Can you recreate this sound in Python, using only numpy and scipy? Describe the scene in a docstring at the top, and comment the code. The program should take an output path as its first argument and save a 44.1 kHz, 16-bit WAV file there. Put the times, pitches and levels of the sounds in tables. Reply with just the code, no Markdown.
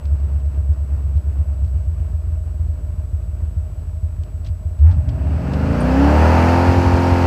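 """Inside a car with a big V8. The engine lopes at idle, its unequal firings ringing a cabin boom.
It gulps as the throttle opens, climbs to about 2600 rpm with exhaust pulses and rasping gas,
then holds there, thudding unevenly. Loose trim ticks and metal clinks once. Underneath lie running
noise, a hollow intake resonance that swells with the rev, rumble, hiss and a thin electronic whine."""
import sys
import numpy as np
from scipy import signal
from scipy.fft import rfft, irfft
from scipy.io import wavfile
from scipy.ndimage import uniform_filter1d

SR = 44100
rng = np.random.default_rng(int(sys.argv[2]) if len(sys.argv) > 2 else 0)


def dump_mix(stems):
    """Bounce the given channels to the path in sys.argv[1] as a 16-bit WAV at rate SR."""
    frames = np.atleast_2d(stems).T  # one column per channel
    limited = np.clip(frames, -1, 1)  # hard clip at full scale
    pcm = np.round(limited * 32767).astype(np.int16)
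    wavfile.write(sys.argv[1], SR, pcm)


N = 320166
TIME = np.arange(N) / SR
SLOW_IDLE_HZ, TOP_SPEED_HZ = 12.8, 44.07  # crank turns a second
THROTTLE_S = 4.73

# Fast idle dropping to slow, hunting a little. Each row: time in seconds, crank speed in Hz.
IDLE_SPEED = [(0.0, 17.45), (1.5, 17.17), (2.05, 14.75), (2.58, 14.53), (2.9, 13.19), (3.19, 13.48),
              (3.46, 14.19), (3.63, 12.95), (4.7, 12.76)]


def crank(rev_s=5.03, level_off_s=.69, climb_hz_per_s=22.27, sag_hz_per_s=.85):
    """Crank speed in Hz: idle, an even climb that levels off, a slight sag."""
    climb_s = (TOP_SPEED_HZ - IDLE_SPEED[-1][1]) / climb_hz_per_s
    ease_s = rev_s + climb_s - level_off_s / 2
    gaining = climb_hz_per_s * (TIME > rev_s) * (1 - ramp(ease_s, level_off_s))
    sagging = sag_hz_per_s * (TIME > ease_s + level_off_s)
    return curve(IDLE_SPEED) + np.cumsum(gaining - sagging) / SR


def throttle(open_s=.23, ease_start_s=6.266, ease_length_s=.53):
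    """Throttle opening and engine pull, both 0-1; the pull eases off near top speed."""
    return ramp(THROTTLE_S, open_s), 1 - ramp(ease_start_s, ease_length_s)


def firings(turns, scatter_db=2.5, lope_db=1.1, soft_s=.0014):
    """Four unequal pressure pulses a turn, rounded by the silencer."""
    # Each entry: relative level in dB of one firing in the cycle of eight.
    cylinders = [-8.5, -41, 0.5, -10.5, -4, -1, -5.5, 4.4]
    firing = np.floor(4 * turns).astype(int)
    onsets = np.flatnonzero(np.diff(firing)) + 1
    cycle, cylinder = np.divmod(firing[onsets], len(cylinders))
    # a poor burn leaves fuel for the next cycle: weak and strong alternate
    burn_db = np.array(cylinders)[cylinder] - lope_db * (-1.) ** cycle
    pulses = np.zeros(N)
    pulses[onsets] = undb(burn_db + scatter_db * rng.standard_normal(len(onsets)))
    silencer = np.exp(-(np.arange(-400, 401) / SR / soft_s) ** 2 / 2)
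    return signal.fftconvolve(pulses, silencer, "same")


def idle(turns, speed_hz, base_db=-23, db_per_octave=14.5, fade_hz=16.54, hum_db=-8.5, hum_range_hz=2.8):
    """Firings ring the cabin boom over a hum that is strongest at slow idle."""
    # Cabin resonances in series. Each row: centre in Hz, width in Hz.
    stages = [(72, 37), (80, 11.3)]
    opened, _ = throttle()
    pulses = firings(turns)
    boom = pulses
    for hz, width_hz in stages:
        boom = ring(boom, hz, width_hz)
    # harder firings under open throttle ring a higher resonance too
    upper = unit(ring(ring(pulses, 125.4, 40), 115, 54))
    boom = unit(boom) + undb(-23 + 19 * opened) * upper
    boom /= np.sqrt(uniform_filter1d(boom ** 2, size=20000))  # crowded firings add no level
    hum_gain = undb(hum_db) * np.exp(-((speed_hz - SLOW_IDLE_HZ) / hum_range_hz) ** 2) * (1 - opened)
    hum = hum_gain * np.sqrt(2) * np.cos(8 * np.pi * (turns + .027))
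    level_db = base_db + db_per_octave * np.log2(curve(IDLE_SPEED) / SLOW_IDLE_HZ) + 4 * opened
    fade_db = -9 * np.log2(np.maximum(speed_hz / fade_hz, 1))
    return (boom + hum) * undb(level_db + fade_db)


def exhaust(turns, speed_hz, base_db=-30.5, db_per_octave=17, pull_db=4.5, tilt_db_per_octave=1.37):
    """Under load the pulses repeat every turn; low orders stay in step, high ones scatter and waver."""
    # Exhaust note. Each row: multiple of crank speed, relative level in dB.
    orders = [(2, -7.1), (3, -7.5), (4, -1.9), (5, 3.9), (6, 6.9), (7, -2.2), (8, 12.7), (9, -0.0),
              (10, 6.8), (11, 2.2), (12, 3.4), (13, 4.5), (14, 1.7), (15, 3.2), (16, 7.1), (17, 3.4),
              (18, 3.3), (19, 2.2), (20, 2.2), (21, 2.4), (22, 0.7), (23, -5.9), (24, 0.6), (25, -8.8),
              (26, -5.1)]
    # Path through body and cabin. Each row: frequency in Hz, gain in dB.
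    body = [(30, -24), (45, 9), (62, 23.8), (78, 27.5), (108, 7), (145, 8.0), (180, 3), (205, -1.5),
            (238, -1.5), (282, 4.5), (318, -16.5), (350, -7.5), (420, -10.5), (520, -7), (700, -12),
            (820, -5), (920, -3), (1100, -14.3)]
    # Pipe and cabin reflections. Each row: lag in seconds, ripple depth in dB.
    echoes = [(0.01517, 2.5), (0.0134, 1.9), (0.00997, 1.3), (0.01652, 0.9), (0.02139, -0.8),
              (0.01169, 0.9)]
    opened, pull = throttle()
    level_db = base_db + db_per_octave * np.log2(speed_hz / TOP_SPEED_HZ) + pull_db * pull
    rough_rad = .009 * (TOP_SPEED_HZ / speed_hz) ** 1.2  # per order; the burn steadies with speed
    grid_hz = np.arange(1300.)
    ripple_db = sum(depth_db * np.cos(2 * np.pi * grid_hz * lag_s) for lag_s, depth_db in echoes)
    ripple_db *= np.clip(grid_hz / 300 - .5, 0, 1)  # long waves are spared
    note = np.zeros(N)
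    for order, db in orders:
        hz = order * speed_hz
        scatter_rad = rng.uniform(-np.pi, np.pi) * min(1, (order / 8) ** 2)
        phase = 2 * np.pi * order * (turns - .41) + scatter_rad + rough_rad * order * walk(22)
        tilt_db = tilt_db_per_octave * pull * np.log2(order / 6)
        gain = undb(db + level_db + tilt_db + np.interp(hz, grid_hz, ripple_db)) * response(body, hz)
        waver = 1 + rough_rad * order * walk(16) / 2
        note += np.sqrt(2) * gain * waver * np.cos(phase)
    return note * opened


def buzz(turns, colour):
    """The part of the turbulence that repeats each turn, slightly jittered; rms 1."""
    orders = np.arange(25, 64)
    spectrum = np.zeros(1025, complex)
    spectrum[orders] = response(colour, 48.0 * orders) * np.exp(2j * np.pi * rng.random(len(orders)))
    position = (turns + .002 * walk(25)) % 1
    return unit(np.interp(position, np.arange(2048) / 2048, irfft(spectrum)))


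def gas(turns, speed_hz, base_db=-30.5, db_per_octave=18.5, pull_db=6.5, gasp_s=4.89):
    """Rushing gas gasps, then rasps and hisses, throbbing twice a turn; belt whistles climb with it."""
    # Rasp and hiss spectra. Each row: frequency in Hz, relative density in dB.
    rasp_colour = [(60, -12), (150, -4), (280, -3), (420, -7), (620, -3), (850, -1), (1080, -6), (1400, -5),
                   (1750, -9), (2100, -14), (2700, -13), (3400, -27), (5000, -44)]
    hiss_colour = [(1880, -35), (3200, -4.5), (3670, -4.5), (4570, 1), (15000, -29)]
    # Belt-drive whistles. Each row: multiple of crank speed, level in dB relative to the flow.
    whistles = [(157, -26), (208, -32)]
    opened, pull = throttle()
    level_db = base_db + db_per_octave * np.log2(speed_hz / TOP_SPEED_HZ) + pull_db * pull
    flow = opened * undb(level_db) + undb(-51) * swell(gasp_s, length_s=.055)
    throb = 1 + .069 * np.cos(4 * np.pi * (turns - .46))
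    rasp = undb(-4) * buzz(turns, rasp_colour) + undb(5) * noise(rasp_colour)
    # the intake howls as the engine labours at low speed
    labour = np.clip(1 - speed_hz / TOP_SPEED_HZ, 0, 1)
    howl = undb(3) * labour * unit(ring(ring(rng.standard_normal(N), 810, 220), 810, 300))
    hiss = undb(-11 - 3 * pull) * noise(hiss_colour)
    whistle = sum(undb(db) * walk(130) * np.sin(2 * np.pi * order * turns + walk(130))
                  for order, db in whistles)
    return flow * throb * (rasp + howl + hiss + pull * whistle)


def gulp(peak_s=4.861, hz=79.4, glide_hz_per_s=205, length_s=.063, peak_db=-3):
    """A pressure surge as the throttle opens: one rising boom."""
    t = TIME - peak_s
    phase = 2 * np.pi * (hz * t + glide_hz_per_s * t ** 2 / 2)
    return undb(peak_db) * swell(peak_s, length_s) * np.cos(phase)


def thuds(hz=83.6, length_s=.012):
    """Uneven burns swell the cabin boom briefly as the throttle eases."""
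    # Each row: peak time in seconds, peak level in dB.
    burns = [(6.693, -7), (6.782, -7), (6.872, -5.5), (6.941, -7.5), (7.125, -9.5), (7.252, -13.5)]
    return sum(undb(db) * swell(s, length_s) * np.cos(2 * np.pi * hz * (TIME - s)) for s, db in burns)


def trim(rattle_db=-55, rattle_until_s=1.8, rattle_count=16):
    """Loose trim ticks dryly and rattles faintly during the fast idle."""
    # Each row: start in seconds, relative level in dB, decay in seconds.
    ticks = [(.054, -42, .006), (4.236, -38, .002), (4.447, -42, .01), (4.463, -40, .005),
             (4.469, -38, .006), (4.486, -47, .005), (4.789, -47, .003), (4.912, -42, .014),
             (5.089, -35, .007), (5.534, -31.5, .008)]
    # Tick spectrum. Each row: frequency in Hz, relative density in dB.
    colour = [(400, -31), (1500, -14), (2900, -2.5), (3600, -5.5), (4700, -4.5), (6800, -16), (9000, -26.5),
              (15000, -32.5)]
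    rattle = [(rattle_until_s * when, rattle_db + 6 * size, .005)
              for when, size in rng.random((rattle_count, 2))]
    envelope = sum(undb(db) * (TIME >= s) * np.exp(-since(s) / decay_s)
                   for s, db, decay_s in list(ticks) + rattle)
    return envelope * noise(colour) / 2


def clink(start_s=5.806):
    """A small piece of metal rings once."""
    # Each row: frequency in Hz, level in dB, decay in seconds.
    modes = [(8550, -43, .009), (9150, -42, 0.013), (9230, -46, .011), (11100, -47, .012)]
    t = since(start_s)
    return sum(undb(db) * np.exp(-t / decay_s) * np.sin(2 * np.pi * hz * t) for hz, db, decay_s in modes)


def engine_bay(turns, speed_hz, base_db=-44.5, db_per_octave=7.5, flutter_db=1., clatter=.21):
    """Running noise that grows with speed and pulses with the firings."""
    # Spectrum in the cabin. Each row: frequency in Hz, relative density in dB.
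    colour = [(60, -31.5), (140, 6), (200, -6), (280, -7.5), (400, -11), (540, -16), (720, -17.5),
              (1000, -20.5), (1400, -23), (2000, -31.5), (2800, -32), (3500, -44), (4600, -40.5),
              (7000, -50)]
    level_db = base_db + db_per_octave * np.log2(speed_hz / SLOW_IDLE_HZ)
    pulsing = 1 + clatter * np.cos(8 * np.pi * turns)
    return noise(colour) * undb(level_db + flutter_db * walk(17)) * pulsing


def intake_whir(base_db=-54, db_per_octave=5.5, lift_db=15, lift_s=.45):
    """A hollow intake resonance; its level follows the idle speed and swells with the rev."""
    level_db = base_db + db_per_octave * np.log2(curve(IDLE_SPEED) / SLOW_IDLE_HZ)
    whir = unit(ring(ring(rng.standard_normal(N), 624, 100), 615, 60))
    return undb(level_db + lift_db * ramp(THROTTLE_S, lift_s)) * whir


def background(rumble_db=-41, whine_db=-64, whine_hz=7882.1, hiss_db=-63):
    """Steady road rumble, electronic whine and hiss."""
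    rumble = noise([(8, -28.5), (28, 5), (50, 1), (120, 3.5), (400, -50.5), (2000, -85.5)])
    whine = np.sqrt(2) * np.sin(2 * np.pi * whine_hz * TIME)
    hiss = noise([(3000, 1.5), (6000, 0), (8000, 0), (11000, -1.5), (15000, -1.5), (17000, -8.5)])
    return undb(rumble_db) * rumble + undb(whine_db) * whine + undb(hiss_db) * hiss


def undb(db):
    """Decibels to gain."""
    return 10 ** (np.asarray(db) / 20)


def unit(x):
    """Scale to rms 1."""
    return x / np.sqrt(np.mean(x ** 2))


def curve(rows):
    """Rows of (s, value) joined by straight lines."""
    return np.interp(TIME, *np.transpose(rows))


def response(points, hz):
    """Gain of a (Hz, dB) table at hz."""
    points_hz, db = np.transpose(points)
    return undb(np.interp(np.log(hz + 1e-9), np.log(points_hz), db))


def noise(colour):
    """Noise shaped by a (Hz, dB) table, rms 1."""
    bins_hz = np.arange(N // 2 + 1) * SR / N
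    return unit(irfft(rfft(rng.standard_normal(N)) * response(colour, bins_hz), N))


def ring(x, hz, width_hz):
    """One resonance, gain 1 at its centre."""
    return signal.lfilter(*signal.iirpeak(hz, hz / width_hz, SR), x)


def walk(rate_hz):
    """Smooth random wander, spread near 1."""
    steps = rng.standard_normal(1024)
    return 1.56 * np.interp(TIME * rate_hz, np.arange(len(steps)), steps)


def ramp(start_s, length_s):
    """Linear rise from 0 to 1."""
    return np.clip((TIME - start_s) / length_s, 0, 1)


def swell(peak_s, length_s):
    """Bell-shaped envelope, top 1."""
    return np.exp(-((TIME - peak_s) / length_s) ** 2)


def since(start_s):
    """Seconds after start_s, 0 before."""
    return np.maximum(TIME - start_s, 0)


def scene():
    """Mono mix; the crankshaft times the engine layers."""
    speed_hz = crank()
    turns = np.cumsum(speed_hz) / SR - 1 / 4
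    engine = idle(turns, speed_hz) + exhaust(turns, speed_hz) + gas(turns, speed_hz) + gulp() + thuds()
    return (engine + trim() + clink() + engine_bay(turns, speed_hz) + intake_whir() + background())[None]


def record(dry):
    """Round the highest peaks and cut the top treble."""
    ceiling, top_hz = .9, 15200
    rounded = dry / (1 + (dry / ceiling) ** 8) ** (1 / 8)
    return signal.sosfilt(signal.ellip(10, .2, 80, top_hz, fs=SR, output="sos"), rounded)


dry = scene()
out = record(dry)
dump_mix(out)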